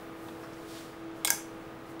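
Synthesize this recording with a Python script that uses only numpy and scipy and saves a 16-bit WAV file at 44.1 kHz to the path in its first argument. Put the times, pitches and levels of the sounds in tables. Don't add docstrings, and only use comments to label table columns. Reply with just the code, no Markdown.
import sys
import numpy as np
from scipy import signal
from scipy.fft import rfft, irfft
from scipy.io import wavfile
from scipy.ndimage import uniform_filter1d

SR = 44100
rng = np.random.default_rng(int(sys.argv[2]) if len(sys.argv) > 2 else 0)


def dump(signal):
    limited = np.clip(np.atleast_2d(signal).T, -1, 1)
    pcm = np.round(limited * 32767).astype(np.int16)
    wavfile.write(sys.argv[1], SR, pcm)


def ratio_of_db(decibels):
    return 10 ** (np.asarray(decibels, float) / 20)


N = 88200


def unit(x):
    return x / np.sqrt(np.mean(x ** 2))


def on_log(table, hz):
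    points = np.array(table, float)
    return np.interp(np.log(np.maximum(hz, 1)), np.log(points[:, 0]), points[:, 1])


def coloured(table):
    gain = ratio_of_db(on_log(table, np.fft.rfftfreq(N, 1 / SR)))
    return unit(irfft(rfft(rng.standard_normal(N)) * gain, N))


def walk(rate_hz):
    hold = int(SR / rate_hz)
    steps = np.repeat(rng.standard_normal(N // 40), hold)[:N]
    return unit(uniform_filter1d(uniform_filter1d(steps, hold), hold))


def fade(t, t60):
    return np.exp(-np.log(1000) * t / t60)


def octave_band(octave, k):
    return np.clip(1 - abs(octave - k), 0, 1)


def screen_whistle():
    whine_hz, whine_db = 15625, -79
    return np.sqrt(2) * ratio_of_db(whine_db) * np.sin(2 * np.pi * whine_hz * np.arange(N) / SR)


def air_noise():
    # (f/Hz, relative level/dB per Hz)
    air = [(20, -6.5), (60, -8), (90, -4), (130, 1.5), (300, -2), (450, -1.5), (800, -4.5), (1300, -5.5),
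           (2000, -12), (3200, -18.5), (5000, -26.5), (8000, -33), (14500, -36), (15700, -30), (17000, -31)]
    level_db, flicker_db = -47.5, 0.4
    return ratio_of_db(level_db + flicker_db * walk(12.3)) * coloured(air)


def fluttering_tone(cycles, db):
    flutter_db, flutter_hz = 2, 14.24
    level = np.sqrt(2) * ratio_of_db(db + flutter_db * walk(flutter_hz))
    return level * np.sin(2 * np.pi * (cycles + rng.random()))


def shaft_hum():
    orders = [3, 6, 7, 8, 12, 13, 16, 20, 30, 40]
    orders_db = [-64.5, -70.5, -63.5, -47.5, -57, -77.5, -60.5, -61.5, -62.5, -76]
    # (t/s, gain/dB)
    swell = [(0, 0), (.25, 1.5), (.5, -1), (.8, -2), (1.1, -0.5), (1.4, -0.5), (1.7, -0.5), (2, 0.5)]
    shaft_hz, waver = 41.08, 0.001034
    turns = np.cumsum(shaft_hz * (1 + waver * walk(3.085))) / SR
    hum = sum(fluttering_tone(k * turns, db) for k, db in zip(orders, orders_db))
    return hum * ratio_of_db(np.interp(np.arange(N) / SR, *np.array(swell, float).T))


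def other_tone():
    tone_hz, tone_db = 428.5, -57.5
    cycles = np.cumsum(tone_hz * (1 + 0.0025 * walk(4.1))) / SR
    return fluttering_tone(cycles, tone_db)


def knocks():
    # (t/s, rms before decay/dB, f/Hz, bandwidth/Hz, t60/s)
    knock_list = [(.285, -43, 690, 500, .045), (.285, -50, 3060, 2500, 0.056),
                  (.433, -44.5, 1310, 810, 0.18), (.435, -57, 5270, 1200, 0.11),
                  (.531, -58, 5500, 3000, 0.064), (1.9955, -44, 4070, 1780, .055),
                  (1.9955, -58, 10450, 5000, .045)]
    size = 4096
    out, t = np.zeros(N + size), np.arange(size) / SR
    for start_s, db, hz, width_hz, t60 in knock_list:
        b, a = signal.iirpeak(hz, hz / width_hz, fs=SR)
        noise = rng.standard_normal(size)
        body = unit(signal.lfilter(b, a, signal.lfilter(b, a, noise)))
        i = int(start_s * SR)
        out[i:i + size] += ratio_of_db(db) * body * fade(t, t60)
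    return out[:N]


def clothes():
    # (t/s, level/dB, brightness/dB per octave around 4 kHz)
    rustle = [(0, -69.5, 6.5), (.15, -81, 9.5), (.2, -67, 5), (.28, -63.5, 5), (.34, -65, 2.5),
              (.43, -64.5, 3.5), (.5, -62, -1), (.55, -62, 0.5), (.66, -61, 2), (.7, -52, -0.5),
              (.78, -48, -2.5), (.83, -53, -1), (.88, -58, -0.5), (.98, -67, 0.5), (1.13, -67, -8),
              (1.17, -66.5, 4.5), (1.24, -64.5, -0.5), (1.5, -66, 1), (1.82, -80, 6.5), (1.88, -67, 3.5),
              (1.91, -67, 6), (1.95, -74, 5.5), (2.0, -75.5, 0)]
    # (f/Hz, relative level/dB per Hz)
    cloth = [(800, -22), (2000, -9), (3500, -1), (5500, -4), (6500, -6), (9500, -7), (13000, -10.5),
             (16500, -11)]
    times, levels, tilts = np.array(rustle, float).T
    t = np.arange(N) / SR
    db, tilt = np.interp(t, times, levels), np.interp(t, times, tilts)
    spectrum = rfft(coloured(cloth))
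    octave = np.log2(np.maximum(np.fft.rfftfreq(N, 1 / SR), 1) / 4000)
    out = np.zeros(N)
    for k in range(-2, 3):
        band = irfft(spectrum * octave_band(octave, k), N)
        out += ratio_of_db(db + k * tilt) * band
    return out


def room(x):
    # (f/Hz, t60/s)
    decay = [(500, 0.38), (1320, 0.49), (3480, .34), (9190, 0.31), (16000, .24)]
    # (f/Hz, relative level/dB)
    colour = [(500, 2.3), (1600, -4.5), (2200, -0.5), (3200, 2), (4200, 2), (5200, 4.5), (6200, 1),
              (7000, 2), (8200, 1.7), (9800, 0.5), (12000, 0.7), (13200, 4), (14500, -3.5), (16000, -0.5)]
    room_db, onset_s = -6.5, 0.0032
    size = 32768
    t, hz = np.arange(size) / SR, np.fft.rfftfreq(size, 1 / SR)
    spectrum = rfft(rng.standard_normal(size)) * ratio_of_db(on_log(colour, hz))
    octave = np.log2(np.maximum(hz, 1) / 250)
    tail = np.zeros(size)
    for k in range(7):
        band = irfft(spectrum * octave_band(octave, k), size)
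        tail += band * fade(t, on_log(decay, 250 * 2 ** k))
    tail = tail * (1 - np.exp(-(t / onset_s) ** 2))
    tail = tail / np.sqrt(np.sum(tail ** 2))
    return ratio_of_db(room_db) * signal.fftconvolve(x, tail)[:N]


def crack(noise, t):
    crack_db, crack_t60_s = 5, 0.0057
    band = signal.butter(2, [3740, 11800], "band", fs=SR, output="sos")
    return ratio_of_db(crack_db) * signal.sosfilt(band, noise * fade(t, crack_t60_s))


def mode_decay(late, hz, t60):
    ring_cycles = 150
    burst_db, burst_t60_s, burst_corner_hz = 8, 0.0026, 4420
    ring = fade(late, np.minimum(t60, ring_cycles / hz))
    burst_gain = ratio_of_db(burst_db) * np.minimum(hz / burst_corner_hz, 1) ** 2
    return ring + burst_gain * fade(late, burst_t60_s)


def knife():
    landings = [1.24, 1.265, 1.295]
    # (t/s, level/dB, brightness/dB per octave around 5 kHz)
    contacts = [(1.2480, -22.5, 0.7), (1.2497, -31, -3), (1.2516, -27.5, 0.5), (1.2521, -27, 1.1),
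                (1.2555, -34.5, 1.5), (1.2736, -37.5, 4.5), (1.274, -30.5, 0), (1.2756, -30, -0.5),
                (1.2777, -35, 3.5), (1.2806, -35.5, -7), (1.3034, -14, 0.36), (1.3041, -24, 4),
                (1.3075, -34, 0.5), (1.3120, -42, -.3), (1.322, -41, -8)]
    mode_hz = np.array([660, 820, 960, 1350, 1620, 2190, 3380, 4330, 4750, 5130, 5300, 5930, 6180, 6330,
                        6700, 7250, 7500, 7750, 8300, 8880, 9450, 9900, 10150, 10950, 11400, 11950, 13200,
                        14500, 15400])
    # (t60/s, then relative level/dB at the touch, at the bounce, at the snap)
    rings = np.array([(0.084, -21, -39.5, -27.5), (0.028, -4, -28.5, -15), (0.028, -6, -13.5, -14.5),
                      (0.022, -11, -9, -20), (0.057, -24.5, -11, -9.5), (0.032, -6, -5, -11),
                      (0.017, -5.5, -4, -27), (0.0088, -12.5, -9.5, -17.5), (.013, -12, -16, -11.5),
                      (0.0098, -3, -15.5, -5), (0.0063, -5, -4, -9), (0.019, -22, -12, -5.5),
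                      (0.018, -17, -14, 1.5), (0.014, -15, -10, 2), (.016, -6, -3, -11.5),
                      (0.011, -3, -20, -21), (0.012, -7.5, -4.5, -5.5), (0.016, -28, -18.5, -12.5),
                      (0.0164, -6, -3.5, -21), (0.0099, -2.5, -25.5, -25.5), (0.015, -10, -11.5, -4),
                      (0.0089, -8.5, -9, -20), (0.013, -17.5, -10, -18.5), (0.011, -11, -21, -29),
                      (.013, -17, -2.5, -12.5), (0.013, -8, -12.5, -15.5), (0.0098, -9, -9.5, -23.5),
                      (.013, -7, -12, -9), (.011, -12, -15.5, -16.5)], float)
    scatter_db, detune = 1.5, 0.004
    size, modes = 4096, len(rings)
    out, t = np.zeros(N), np.arange(size) / SR
    sign = (-1.0) ** np.arange(modes)
    octave = np.log2(mode_hz / 5000)
    for start_s, db, tilt in contacts:
        i = int(start_s * SR)
        late = np.maximum(t - (start_s - i / SR), 0)
        landing = np.searchsorted(landings, start_s)
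        mode_db = rings[:, landing] + tilt * octave + scatter_db * rng.standard_normal(modes)
        gain = sign * ratio_of_db(mode_db)
        hz = (mode_hz * (1 + detune * rng.standard_normal(modes)))[:, None]
        ringing = np.sin(2 * np.pi * hz * late) * mode_decay(late, hz, rings[:, :1])
        hit = gain @ ringing + crack(rng.standard_normal(size), t)
        out[i:i + size] += ratio_of_db(db) * hit
    return out


def scene():
    hits = knife()
    fan = shaft_hum() + air_noise()
    background = fan + other_tone() + screen_whistle() + clothes() + knocks()
    return (hits + room(hits) + background)[None]


def roll_off(x):
    return signal.sosfilt(signal.butter(12, 16960, fs=SR, output="sos"), x)


def record(dry):
    top_hz = 15730
    lowpass = signal.ellip(14, 0.5, 50, top_hz, fs=SR, output="sos")
    mix = signal.sosfilt(lowpass, dry)
    return roll_off(mix)


dry = scene()
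out = record(dry)
dump(out)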